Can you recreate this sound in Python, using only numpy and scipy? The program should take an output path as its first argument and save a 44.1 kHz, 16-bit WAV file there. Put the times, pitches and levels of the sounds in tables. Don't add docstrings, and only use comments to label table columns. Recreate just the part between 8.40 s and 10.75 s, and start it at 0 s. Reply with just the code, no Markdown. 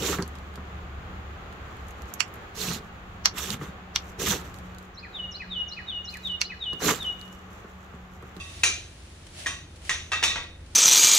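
import sys
import numpy as np
from scipy import signal
from scipy.fft import rfft, irfft, next_fast_len
from scipy.io import wavfile

SR = 44100
rng = np.random.default_rng(int(sys.argv[2]) if len(sys.argv) > 2 else 0)


def bounce(signal):
    frames = np.transpose(np.atleast_2d(signal))
    limited = np.clip(frames, -1, 1)
    pcm = np.round(limited * 32767).astype(np.int16)
    wavfile.write(sys.argv[1], SR, pcm)


N = 103635


def amp(db):
    return 10 ** (np.asarray(db) / 20)


def unit(x):
    return x / np.sqrt(np.mean(x ** 2) + 1e-20)


def along(points, hz):
    f, v = np.transpose(points)
    return np.interp(np.log(hz + 1), np.log(f + 1), v)


def curve(rows):
    return np.interp(np.arange(N) / SR, *np.transpose(rows))


def fade(t, t60):
    return amp(-60 * t / t60)


def filtered(x, response):
    m = next_fast_len(x.shape[-1] + 8192)
    spectrum = rfft(x, m) * response(np.fft.rfftfreq(m, 1 / SR))
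    return irfft(spectrum, m)[..., :x.shape[-1]]


def noise(response, size):
    return unit(filtered(rng.standard_normal(size), response))


def add(track, s, sound):
    i = round(s * SR)
    sound = sound[:, max(-i, 0):N - i]
    track[:, max(i, 0):max(i, 0) + sound.shape[1]] += sound


def poles():
    # start in seconds, attack in seconds, knock level in dB, knock pitch in Hz,
    # knock length in seconds, floor thud level in dB, bright pole level in dB, deep pole level in dB,
    # ring length as a factor, clatter level in dB, clatter tilt in dB per octave.
    contacts = [(-.12, 0.0015, -37, 3750, 0.02, -48, -49, -39, 2.96, -30, -5),
                (0.2323, 0.0038, -9.5, 2616, .007, -32, -21, -62, 0.48, -11, 3.5),
                (0.238, 0.0029, -22, 1824, 0.012, -34.5, -32, -45, 1, -22, 3.5),
                (.262, 0.0041, -25.5, 3920, 0.015, -50, -34, -50, 0.75, -35, 1),
                (0.277, 0.0039, -26, 2424, 0.012, -49, -39, -57, 0.49, -36, 7),
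                (1.0601, .001, -20, 1892, .008, -38.5, -44, -45, 1.1, -30, -2),
                (1.064, 0.0042, -21, 1676, 0.0086, -41, -37.5, -34, 0.83, -24, 3),
                (1.4935, 0.00077, -13, 1890, 0.0024, -50, -38, -42.5, 1.3, -21.5, 1),
                (1.504, 0.0008, -23.5, 1917, 0.024, -35.5, -48, -40.5, 0.66, -33.5, -5.5),
                (1.7173, 0.0013, -25, 1820, 0.012, -39.5, -54, -31.5, 0.81, -23, -2),
                (1.73, 0.0017, -28.5, 1238, 0.02, -37.5, -50, -33, 0.52, -28.5, 0),
                (1.827, 0.00072, -19, 1780, 0.0029, -35.5, -40, -57, 0.48, -21.5, -0.5),
                (1.834, 0.0042, -12, 2868, 0.006, -35, -41, -33.5, 0.65, -12, 3.5),
                (1.877, 0.0037, -25, 3630, 0.022, -50, -35, -47, 0.6, -45, -8),
                (1.895, 0.0019, -26, 3780, 0.021, -44, -64, -39, 1.5, -38, -8),
                (1.956, 0.0028, -22, 1510, 0.0034, -55, -77, -35.5, 0.79, -26.5, -4)]
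    knock_send_db = -10
    out, t = np.zeros((2, N)), np.arange(SR // 2) / SR
    for (s, attack_s, knock_db, knock_hz, knock_s, thud_db,
         bright_db, deep_db, length, clatter_db, tilt_db) in contacts:
        rise = np.minimum(t / attack_s, 1) ** 2
        hit = amp(knock_db) * knock(t, knock_hz, knock_s)
        body = amp(thud_db) * floor_thud(t)
        body += amp(clatter_db) * clatter(t, tilt_db)
        body += amp(bright_db) * bright_pole(t, length)
        body += amp(deep_db) * deep_pole(t, length)
        sent = body + amp(knock_send_db) * hit
        add(out, s, placed(rise * (body + hit), rise * sent))
    return out


def knock(t, hz, length_s):
    rough_rad = 0.06
    wander = rough_rad * np.cumsum(rng.standard_normal(len(t)))
    return np.exp(-(t / length_s) ** 2) * np.sin(2 * np.pi * hz * t + wander)


def floor_thud(t):
    centre_hz, width_hz, t60 = 540, 640, 0.036
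    return fade(t, t60) * noise(lambda f: np.exp(-((f - centre_hz) / width_hz) ** 2), len(t))


def clatter(t, tilt_db):
    # frequency in Hz, relative noise level in dB per Hz before the contact's tilt.
    clatter_colour = [(120, -34), (300, -26), (700, -10.5), (1230, -4), (1900, -2), (2500, -3.5),
                      (3150, -7.5), (3700, -5), (5040, -12.5), (6000, -4.5), (8000, -17.5), (11300, -28.5),
                      (16000, -15)]
    burst_t60, rattle_t60, rattle_db = 0.042, 0.21, -15
    lump_db, lump = 2, SR // 250
    grit = noise(lambda f: amp(along(clatter_colour, f) + tilt_db * np.log2((f + 1) / 3000)), len(t))
    steps = np.repeat(rng.standard_normal(len(t) // lump + 1), lump)[:len(t)]
    rattle = amp(rattle_db) * fade(t, rattle_t60) * amp(lump_db * steps)
    return (fade(t, burst_t60) + rattle) * grit


def bright_pole(t, length):
    bright_hz = [2379, 2449, 3989, 4533, 5303, 5830, 5997, 6062, 6304, 6450, 6643, 7160, 8100, 8990]
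    # mode level in dB before scatter, t60 in seconds before the ring length factor.
    bright_modes = [(-8.5, 0.26), (-11, 0.18), (-15, 0.12), (-27, 0.27), (-19, 0.28), (-3, 0.18),
                    (-16.5, 0.51), (-2.5, 0.27), (-16, 0.14), (-7, 0.39), (-6, 0.15), (-4, 0.15),
                    (-7, 0.15), (-9, 0.16)]
    return ring(t, bright_hz, bright_modes, length)


def deep_pole(t, length):
    deep_hz = [1125, 1240, 1615, 1916, 2536, 2670, 3310, 3428, 3688, 4312, 4750, 5790, 6148, 6878]
    # mode level in dB before scatter, t60 in seconds before the ring length factor.
    deep_modes = [(-5.5, 0.23), (-9, 0.18), (-8.5, 0.087), (-1.5, 0.24), (-5, 0.18), (-3, 0.22),
                  (-5, 0.068), (-10.5, 0.21), (-8, 0.43), (-21, 0.16), (-10.5, 0.15), (-11, 0.17),
                  (-13.5, 0.16), (-12, 0.16)]
    return ring(t, deep_hz, deep_modes, length)


def ring(t, pitches, modes, length):
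    scatter_db, buzz_rad, buzz_hz = 2.5, 1.5, 76
    hz, db, t60 = np.array([pitches, *np.transpose(modes)])[:, :, None]
    knots = rng.standard_normal((len(modes), 40))
    shake = buzz_rad * np.array([np.interp(t * buzz_hz, np.arange(len(row)), row) for row in knots])
    level = amp(db + scatter_db * rng.standard_normal(hz.shape))
    tones = np.sin(2 * np.pi * (hz * t + rng.random(hz.shape)) + shake)
    return (level * fade(t, t60 * length) * tones).sum(axis=0)


def placed(x, sent):
    # frequency in Hz, t60 in seconds.
    room_decay = [(300, 0.73), (1000, 0.31), (4000, 0.46), (8000, 0.31), (15000, 0.26)]
    # frequency in Hz, side level against the mid in dB.
    width_dry = [(200, -33), (700, -12), (1500, -17.5), (2800, 1), (6000, -6.5), (9000, 3), (15000, -4)]
    # frequency in Hz, gain of the side in dB.
    width_wet = [(200, -26), (700, -0.5), (1500, -8.5), (2800, 4), (6000, -4.5), (9000, 2), (15000, -6)]
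    room_db, lag_s, wet_alike = 0, 0.0043, 0.25
    hz, t, z = signal.stft(rng.standard_normal((2, SR // 2)), SR, nperseg=256)
    tail = signal.istft(z * fade(t, along(room_decay, hz)[:, None]), SR, nperseg=256)[1]
    tail = np.pad(tail / np.linalg.norm(tail[0]), ((0, 0), (round(lag_s * SR), 0)))
    wet = amp(room_db) * signal.fftconvolve(sent[None], tail, axes=1)[:, :len(x)]
    across = np.sqrt(wet_alike) * wet[0] + np.sqrt(1 - wet_alike) * wet[1]
    sides = filtered(np.array([x, across]),
                     lambda f: 1j * amp([along(width_dry, f), along(width_wet, f)]))
    return np.array([x + wet[0], sides.sum(axis=0)])


def sleeves():
    # time in seconds, rustle level in dB.
    rustle = [(0, -51.5), (.2, -48), (.5, -56), (.8, -56.5), (.92, -55), (1.0, -43), (1.06, -46.5),
              (1.25, -61.5), (1.41, -57.5), (1.48, -45.5), (1.6, -55.5), (2.1, -65.5), (2.25, -61.5),
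              (2.35, -56)]
    # frequency in Hz, relative noise level in dB per Hz.
    cloth = [(350, -44), (600, -1.5), (881, -10), (944, -16), (1040, -13.5), (1960, -7), (3120, -4.5),
             (16000, -15.5)]
    # start in seconds, level in dB.
    snaps = [(.867, -47.5), (1.36, -50.5), (1.417, -55), (1.45, -44.5), (2.032, -49), (2.205, -62),
             (2.262, -54)]
    grains_per_s, grain_db, grain_share, snap_t60 = 1300, -1.5, 0.17, 0.058
    colour = lambda f: amp(along(cloth, f)) * (f > 500)

    hits = rng.random((2, N)) < grains_per_s / SR
    grains = hits * rng.standard_normal((2, N)) * amp(grain_db * rng.standard_normal((2, N)))
    grains = unit(filtered(grains, colour))
    hiss = noise(colour, (2, N))
    out = amp(curve(rustle)) * (np.sqrt(grain_share) * grains + np.sqrt(1 - grain_share) * hiss)

    t = np.arange(SR // 5) / SR
    for s, db in snaps:
        add(out, s, amp(db) * fade(t, snap_t60) * noise(colour, (2, len(t))))
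    return out


def hiss_of_room():
    # frequency in Hz, relative noise level in dB per Hz.
    air_mid = [(15, -28), (25, -13.5), (59, 2.5), (247, -12.5), (303, -12.5), (362, -10), (412, -19.5),
               (492, -17), (619, -21.5), (798, -22.5), (1710, -24.5), (11000, -60), (14300, -81),
               (22000, -120)]
    # frequency in Hz, relative noise level in dB per Hz.
    air_side = [(35, -74), (60, -11), (113, -10), (250, 3.5), (323, 6.5), (1410, 6), (1550, -25), (2520, 9),
                (3040, -18), (16000, -10.5)]
    mid_db, side_db = -48.5, -61
    mid = amp(mid_db) * noise(lambda f: amp(along(air_mid, f)) * (f > 20), N)
    side = amp(side_db) * noise(lambda f: amp(along(air_side, f)) * (f > 20), N)
    return np.array([mid, side])


def hum():
    # frequency in Hz, level in dB before the peak trim and swell, width of the waver in Hz.
    hum_bands = [(59, -53.5, 12), (82.9, -48.5, 2.1), (165, -59.5, 13)]
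    # time in seconds, level in dB.
    hum_swell = [(0.0, -43), (0.05, -49), (0.27, -42.5), (0.52, -53), (1.09, -51), (1.14, -42), (1.18, -49),
                 (1.9, -45.5), (2.33, -52), (2.35, -38)]
    peak_trim_db, waver_rad = 1.5, 0.85
    swell = curve(hum_swell)
    swell = swell - swell.mean()
    t, mid = np.arange(N) / SR, np.zeros(N)
    for k, (hz, db, width_hz) in enumerate(hum_bands):
        waver = waver_rad * noise(lambda f: np.exp(-(f / width_hz) ** 2), N)
        level = amp(db + peak_trim_db + swell * (k > 0))
        mid += level * np.sin(2 * np.pi * (hz * t + rng.random()) + waver)
    return np.array([mid, np.zeros(N)])


def scene():
    mid, side = poles() + sleeves() + hiss_of_room() + hum()
    return np.array([mid + side, mid - side])


def record(dry):
    dip_hz, dip_width_hz, dip_db = 4866, 160, 3
    centre_hz, centre_db_per_khz, top_hz = 10700, 25, 16000

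    def centre_response(f):
        slope_db = centre_db_per_khz * np.maximum(f - centre_hz, 0) / 1000
        notch_db = dip_db * np.exp(-((f - dip_hz) / dip_width_hz) ** 2)
        return amp(-slope_db - notch_db)

    mid = filtered(dry.mean(axis=0), centre_response)
    side = (dry[0] - dry[1]) / 2
    return filtered(np.array([mid + side, mid - side]), lambda f: f < top_hz)


dry = scene()
out = record(dry)
bounce(out)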